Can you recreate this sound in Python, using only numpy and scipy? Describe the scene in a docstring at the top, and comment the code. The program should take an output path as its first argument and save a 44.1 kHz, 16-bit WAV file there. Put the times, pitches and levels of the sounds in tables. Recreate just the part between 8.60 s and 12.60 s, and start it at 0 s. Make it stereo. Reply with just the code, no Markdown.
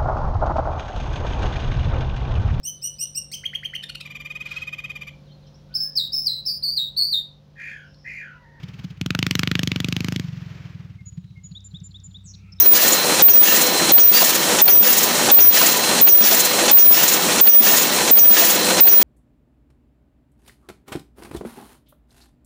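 """Small engine in a field

A small engine putters, fires a quick run of sharp pops, then coasts down to a low hum.
Each pop is a crack of gas on a low thump; beats that do not fire only puff air. A wash of noise
stands for the echo from the hillside. As it dies, small birds whistle, chirp and trill."""
import sys
import numpy as np
from scipy import signal
from scipy.fft import rfft, irfft
from scipy.io import wavfile
from scipy.ndimage import uniform_filter1d

SR = 44100
rng = np.random.default_rng(int(sys.argv[2]) if len(sys.argv) > 2 else 0)


def output_pcm(signal):
    """Save a mono or channel-first signal as 16-bit PCM at the path in sys.argv[1].

    Samples are clipped to [-1, 1] before scaling.
    """
    pcm = np.clip(np.atleast_2d(signal).T, -1, 1) * 32767
    wavfile.write(sys.argv[1], SR, np.round(pcm).astype(np.int16))


N = 176400

# Engine firings: t/s, thump level/dB, crack level/dB in the low, middle and high band
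FIRINGS = [(0.4136, -17, -33.5, -25.5, -33.5), (0.4621, -17, -31.5, -27.5, -31),
           (0.5064, -17, -25, -20, -30), (0.5505, -17.5, -20, -22, -30), (0.5909, -15.5, -29.5, -22, -27),
           (0.6283, -16, -26, -14, -28), (0.6668, -15.5, -22, -22.5, -26),
           (0.711, -16.5, -25.5, -16.5, -22.5), (0.754, -15.5, -24.5, -18.5, -22.5),
           (0.7938, -16, -22, -20.5, -20.5), (0.8339, -17, -22.5, -15.5, -30.5),
           (0.8751, -16, -24, -19, -29), (0.9154, -15, -22, -19.5, -29), (0.9543, -15, -24, -16, -30),
           (0.9936, -16, -25, -19.5, -28.5), (1.0335, -15, -28.5, -24, -25),
           (1.0751, -15, -34, -19.5, -26.5), (1.118, -16, -28, -17, -32), (1.161, -15.5, -28, -22, -32.5),
           (1.2034, -16, -30.5, -21, -29), (1.246, -16, -33.5, -20, -30),
           (1.2863, -16.5, -32.5, -30.5, -30.5), (1.326, -16.5, -30, -21.5, -29.5),
           (1.3661, -16.5, -29.5, -21, -30.5), (1.4063, -17, -35, -25, -33),
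           (1.446, -17.5, -32, -27, -32.5), (1.4852, -16.5, -29, -28.5, -31.5),
           (1.524, -17, -30.5, -34, -32.5), (1.562, -16, -38, -22, -32.5),
           (1.5977, -17.5, -35, -31.5, -34.5)]
THUMP_START_HZ, THUMP_END_HZ, THUMP_SAG_S, THUMP_PEAK_S = 357, 88.3, 0.005, 0.0048


def pops():
    """Each firing is a crack on a low thump that drops in pitch and ends in a short low ring."""
    thumps, cracks, t = np.zeros((2, N)), np.zeros((2, N)), np.arange(SR // 8) / SR
    hz = THUMP_END_HZ + (THUMP_START_HZ - THUMP_END_HZ) * np.exp(-t / THUMP_SAG_S)
    swell = t / THUMP_PEAK_S * np.exp(1 - t / THUMP_PEAK_S)
    thump = np.sin(2 * np.pi * np.cumsum(hz) / SR) * swell + amp(-7.5) * low_ring(t - 0.0102)
    for start, db, *bands_db in FIRINGS:
        add(thumps, start - 0.0018, amp(db) * thump)
        snap = crack(bands_db)
        add(cracks, start - snap.shape[1] / 2 / SR, snap * pan(-1.5))
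    nearby_slope = amp(-19.5) * echo(cracks, build_s=0.0028, fade_s=0.17)
    return thumps + cracks + nearby_slope


# Centres of a crack's low, middle and high band: f/Hz
CRACK_BANDS = [1400, 3000, 6000]
# Tone colour shared by all cracks: f/Hz, relative level/dB
CRACK_COLOUR = [(300, -7.5), (700, -10.5), (1000, -8), (1400, -2), (3000, 0.5), (6500, -1), (8200, -12.5),
                (10000, -24.5), (12500, -14.5), (16000, -23)]
# Tone colour of the fine spray around a crack: f/Hz, relative level/dB
FIZZ_COLOUR = [(300, -17), (1000, -7), (3000, -2.5), (7500, 2.5), (9800, -8), (12500, 0.5), (16000, -7.5)]


def crack(bands_db, size=1024):
    """A snap inside a very short spit of gas, with a new tone colour for each firing."""
    t, hz = (np.arange(size) - size // 2) / SR, np.fft.rfftfreq(size, 1 / SR)
    tail = 0.065 * (t > 0) * np.exp(-abs(t) / 0.0058)
    gas = rng.standard_normal((3, size)) * (spike(t, rise_s=0.0006, fall_s=0.00095) + tail)
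    # Both ears share one burst, and each gets its own treble.
    spit = gas[0] + 0.72 * signal.lfilter(*signal.butter(1, 3000, "high", fs=SR), gas[1:])
    snap = (t == 0) + amp(4.5) * spit / np.linalg.norm(spit[0])
    spectrum = rfft(snap) * np.exp(2j * np.pi * rng.random())
    spectrum /= np.sqrt(uniform_filter1d(np.mean(abs(spectrum) ** 2, 0), size=45))  # even it out
    per_hz_db = np.array(bands_db) - 10 * np.log10(np.array(CRACK_BANDS) / SR)
    colour_db = at_pitch(np.transpose([CRACK_BANDS, per_hz_db]), hz) + at_pitch(CRACK_COLOUR, hz)
    fizz = noise(FIZZ_COLOUR, size) * spike(t, rise_s=0.0012, fall_s=0.0021)
    return 12 * irfft(spectrum * amp(colour_db + 0.5)) + amp(bands_db[2] - 3) * fizz


def low_ring(t, hz=181.3, fade_s=0.11):
    """A short low ring near 180 Hz after each beat, losing 60 dB in fade_s."""
    t = np.maximum(t, 0)
    return np.sin(2 * np.pi * hz * t) * (1 - np.exp(-t / 0.0051)) * amp(-60 * t / fade_s)


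# Beats that do not fire: t/s, level/dB, f/Hz
UNFIRED_BEATS = [(0.041, -23.5, 134), (.093, -26.5, 123), (.146, -28.5, 129), (.2, -26.5, 123),
                 (.25, -21, 153), (.312, -26.5, 123), (.381, -33, 130), (1.649, -20, 149),
                 (1.691, -21, 139), (1.734, -21.5, 132), (1.779, -23, 132), (1.824, -24, 135),
                 (1.867, -25.5, 134), (1.915, -25.5, 130), (1.96, -30, 132), (2.008, -28.5, 130),
                 (2.059, -26, 128), (2.105, -30, 129), (2.155, -26.5, 130), (2.204, -27, 130),
                 (2.255, -28.5, 126), (2.307, -29, 117), (2.36, -31, 113), (2.415, -29.5, 104),
                 (2.472, -30.5, 109), (2.53, -31, 110), (2.583, -23, 155), (2.65, -30, 120),
                 (2.712, -31.5, 119), (2.779, -32.5, 127), (2.847, -33, 139), (2.919, -29.5, 150),
                 (3.144, -28, 145), (3.221, -31, 150), (3.3, -36.5, 128), (3.405, -40.5, 140),
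                 (3.484, -34.5, 150), (3.578, -41.5, 150), (3.662, -37.5, 155), (3.754, -41, 155),
                 (3.843, -38, 155), (3.936, -38, 155)]
# Tone colour of their hiss: f/Hz, relative level/dB
HISS_COLOUR = [(200, 22.5), (500, -1), (1000, -2), (3000, 6.5), (6500, -5), (9000, -22), (16000, -15.5)]
# How that hiss weakens over time: t/s, relative level/dB
HISS_FADE = [(.2, 11), (.4, 8), (1.65, 2.5), (3.2, -6)]


def puffs():
    """An unfired beat gives a faint hiss, a soft push of air and a short low ring."""
    out, t = np.zeros((2, N)), np.arange(-SR // 40, SR // 8) / SR
    for centre, db, hz in UNFIRED_BEATS:
        push = -np.cos(2 * np.pi * hz * t) * np.exp(-(t / 0.0065) ** 2)
        hiss = noise(HISS_COLOUR, len(t)) * np.exp(-((t + 0.0044) / 0.0066) ** 2)
        hiss *= amp(-22.5 + at_time(HISS_FADE, centre))
        add(out, centre + t[0], amp(db) * (push + amp(-6) * low_ring(t - 0.002) + hiss))
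    return out


# Tones in the hum: multiple of HUM_HZ, relative level/dB
HUM_HZ, HUM_TONES = 32.3, [(2, -51), (3, -46.5), (4, -65.5), (6, -57.5)]
# How the hum dips and comes back: t/s, relative level/dB
HUM_SWELL = [(0, 0), (2.7, -5.5), (2.95, 0), (4, 0.5)]


def hum():
    """A few low, wavering engine tones that remain as the beats fade."""
    turns = np.cumsum(HUM_HZ * (1 + 0.01201 * drift(N, size=6000))) / SR
    tone = sum(amp(db) * np.sqrt(2) * np.sin(2 * np.pi * (multiple * turns + rng.random()))
               for multiple, db in HUM_TONES)
    return tone * amp(at_time(HUM_SWELL, np.arange(N) / SR))


# Rise and fall of the hillside echo: t/s, level/dB, extra treble level/dB
WASH_SWELL = [(0, -47.5, -3.5), (.28, -52, 2), (.4, -55, -11), (.65, -46, 4), (1.1, -45, 3.5),
              (1.55, -45, 7.5), (1.75, -48, 2.5), (1.95, -46, -1), (2.15, -51, -3), (2.3, -56, -4),
              (2.6, -81, -7), (3.6, -88.5, 18), (3.85, -68, -6), (4, -69, -6)]
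# Tone colour of that echo: f/Hz, relative level/dB
WASH_COLOUR = [(150, 8), (400, -3), (780, -8), (1310, -4), (2430, -4), (3750, -12), (5270, -12),
               (7000, -19.5), (8500, -36.5), (12000, -34), (14100, -26.5), (16000, -42)]


def hillside_wash():
    """The echo from the hillside, made of soft noise whose loudness and brightness change."""
    t, wash = np.arange(N) / SR, noise(WASH_COLOUR, N)
    treble = signal.sosfiltfilt(signal.butter(2, 3800, "high", fs=SR, output="sos"), wash)
    wash = wash - treble + treble * amp(at_time(WASH_SWELL, t, column=2))
    return wash * amp(at_time(WASH_SWELL, t) + 1.5 * drift(N, size=600))


# Bird notes: start t/s, length t/s, start f/Hz, end f/Hz, level/dB, left minus right level/dB
BIRD_NOTES = [(2.378, 0.051, 2200, 2090, -53.5, 3), (2.752, 0.053, 2180, 2110, -53, 6),
              (2.452, 0.054, 6860, 6810, -43, 10.5), (2.832, 0.051, 6880, 6860, -44.5, 16.5),
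              (3.038, 0.047, 7230, 7090, -45, 16), (3.232, 0.053, 7150, 7090, -46.5, 19),
              (3.433, .046, 7140, 7040, -46.5, 21.5), (2.946, 0.042, 3180, 3980, -37.5, -4.5),
              (3.139, 0.04, 3200, 3950, -39.5, 7), (3.339, .038, 3170, 3930, -41, 8),
              (3.54, .038, 3190, 3930, -40, 6), (2.912, .018, 4500, 3850, -52, 9),
              (3.107, 0.02, 4500, 3850, -55.5, 6), (3.307, .018, 4500, 3850, -52, 8),
              (3.507, 0.017, 4100, 3500, -56, 4), (3.004, .007, 7800, 3700, -54, 4),
              (3.2, .007, 7800, 3700, -53, 4), (3.399, .007, 7800, 3700, -53, 4),
              (3.748, .007, 6400, 3500, -44, 3), (2.83, .05, 4400, 3000, -66, 0),
              (3.734, 0.019, 4500, 3800, -46.5, 8), (3.919, 0.022, 5680, 5100, -43.5, 5.5),
              (3.982, 0.021, 3700, 3860, -52, 8)]
# Path of the falling trill: t/s, f/Hz, level/dB
TRILL_PATH = [(3.638, 8150, -61), (3.652, 7900, -53), (3.663, 7220, -47.5), (3.688, 6210, -45.5),
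              (3.712, 6210, -45), (3.726, 5970, -50)]
TRILL_RATE_HZ, TRILL_DEPTH_HZ = 187, 645


def birds():
    """Small birds sing sliding notes and one buzzy trill, echoed by the trees."""
    out = np.zeros((2, N))
    for start, length, start_hz, end_hz, db, side_db in BIRD_NOTES:
        slide = np.linspace(0, 1, round(length * SR)) ** 0.76
        note = whistle(start_hz + (end_hz - start_hz) * slide, fade_share=0.56)
        add(out, start, amp(db) * pan(side_db) * note)
    t = np.arange(TRILL_PATH[0][0], TRILL_PATH[-1][0], 1 / SR)
    warble_onset = np.clip((t - TRILL_PATH[1][0]) / 0.0068, 0, 1)
    warble = np.sin(2 * np.pi * TRILL_RATE_HZ * (t - t[0])) * warble_onset
    trill = whistle(at_time(TRILL_PATH, t) + TRILL_DEPTH_HZ * warble, fade_share=0.11)
    add(out, t[0], pan(10.5) * amp(at_time(TRILL_PATH, t, column=2) - 3 * warble) * trill)
    return out + amp(-11) * echo(out, build_s=0.039, fade_s=0.24)


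def whistle(hz, fade_share):
    """A tone with soft ends and a shaky pitch; the shortest notes are the hoarsest."""
    rasp = 0.058 * min(0.018 * SR / len(hz), 1) ** 2.45
    phase = 2 * np.pi * np.cumsum(hz * (1 + rasp * drift(len(hz), size=36))) / SR
    return (np.sin(phase) + amp(-48) * np.sin(2 * phase)) * signal.windows.tukey(len(hz), fade_share)


# Distant calls: middle t/s, half length t/s, pitch f/Hz, half width f/Hz, level/dB
DISTANT_CALLS = [(2.68, 0.068, 3900, 230, -68), (3.872, 0.097, 2430, 334, -62),
                 (3.903, .08, 1320, 70, -68.5)]


def distant_birds():
    """Faraway calls, blurred into narrow bands of noise."""
    t, hz = np.arange(N) / SR, np.fft.rfftfreq(N, 1 / SR)
    out, spectrum = np.zeros((2, N)), rfft(noise(AIR_COLOUR, N))
    for middle, half_length, pitch, half_width, db in DISTANT_CALLS:
        band = unit(irfft(spectrum / (1 + ((hz - pitch) / half_width) ** 4), N))
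        out += amp(db) * band * np.exp(-((t - middle) / half_length) ** 2)
    return out


# Tone colour of the still air: f/Hz, relative level/dB
AIR_COLOUR = [(20, 6), (60, 0), (150, 7), (300, -1), (600, -15), (1300, -14), (2000, -18),
              (3800, -15), (6500, -20), (9000, -30), (16000, -30)]


def still_air():
    """A faint, steady hush over the field."""
    return amp(-61) * noise(AIR_COLOUR, N)


# How alike noise is in the two ears: f/Hz, likeness (1 = the same)
EAR_LIKENESS = [(60, 0.98), (290, 0.92), (640, 0.87), (1400, 0.68), (3100, 0.97), (6800, .15), (15000, .2)]
# Which side noise leans to: f/Hz, left minus right level/dB
EAR_BALANCE = [(200, 5.5), (700, -3), (1300, 0), (2400, -3.5), (4400, -1.5), (8000, 3.5), (15000, -3)]


def noise(colour, n):
    """Stereo noise with a tone colour, alike in both ears in the bass and spread out in the treble."""
    hz = np.fft.rfftfreq(n, 1 / SR)
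    shared, separate = rfft(rng.standard_normal((2, n)))
    same, lean = at_pitch(EAR_LIKENESS, hz), amp(at_pitch(EAR_BALANCE, hz) / 2)
    right = same * shared + np.sqrt(1 - same ** 2) * separate
    return unit(irfft(np.array([shared * lean, right / lean]) * amp(at_pitch(colour, hz)), n))


def echo(sound, build_s, fade_s):
    """Many outdoor reflections build up, then lose 60 dB in fade_s."""
    t = np.arange(SR // 2) / SR
    swell = np.minimum(t / build_s, 1) ** 2 * amp(-60 * np.maximum(t - build_s, 0) / fade_s)
    tail = rng.standard_normal((2, len(t))) * swell
    return signal.fftconvolve(sound, tail / np.linalg.norm(tail[0]), axes=1)[:, :N]


def spike(t, rise_s, fall_s):
    """A sharp rise and fall, peaking at time zero."""
    return np.exp(np.where(t < 0, t / rise_s, -t / fall_s))


def drift(n, size):
    """A smooth random wobble; a larger size makes it slower."""
    return unit(uniform_filter1d(uniform_filter1d(rng.standard_normal(n), size), size))


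def amp(db):
    """Turns decibels into a gain."""
    return 10 ** (np.asarray(db) / 20)


def unit(x):
    """Scales a signal to an average strength (rms) of one."""
    return x / np.sqrt(np.mean(x ** 2) + 1e-20)


def at_pitch(rows, hz):
    """Reads a table between its frequencies, on a log scale."""
    row_hz, value = np.transpose(rows)
    return np.interp(np.log(hz + 1), np.log(row_hz + 1), value)


def at_time(rows, t, column=1):
    """Reads a table between its times."""
    rows = np.array(rows)
    return np.interp(t, rows[:, 0], rows[:, column])


def pan(db):
    """Left and right gains; positive is to the left."""
    return amp(np.array([[db], [-db]]) / 2)


def add(mix, start_s, sound):
    """Mixes a sound in at a given time."""
    part = mix[:, max(round(start_s * SR), 0):][:, :sound.shape[-1]]
    part += sound[..., :part.shape[1]]


def scene():
    """Engine, echo, birds and still air together."""
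    return pops() + puffs() + hum() + hillside_wash() + birds() + distant_birds() + still_air()


def record(dry):
    """The microphone drops the deep bass; then the highest treble is cut."""
    hz = np.fft.rfftfreq(N, 1 / SR)
    thin = irfft(rfft(dry) * (1 - 1 / (1 + (hz / 45) ** 4)), N)
    treble_cut = signal.firwin(511, cutoff=16500, window=("kaiser", 9), fs=SR)
    return signal.oaconvolve(thin, treble_cut[None], "same")


dry = scene()
out = record(dry)
output_pcm(out)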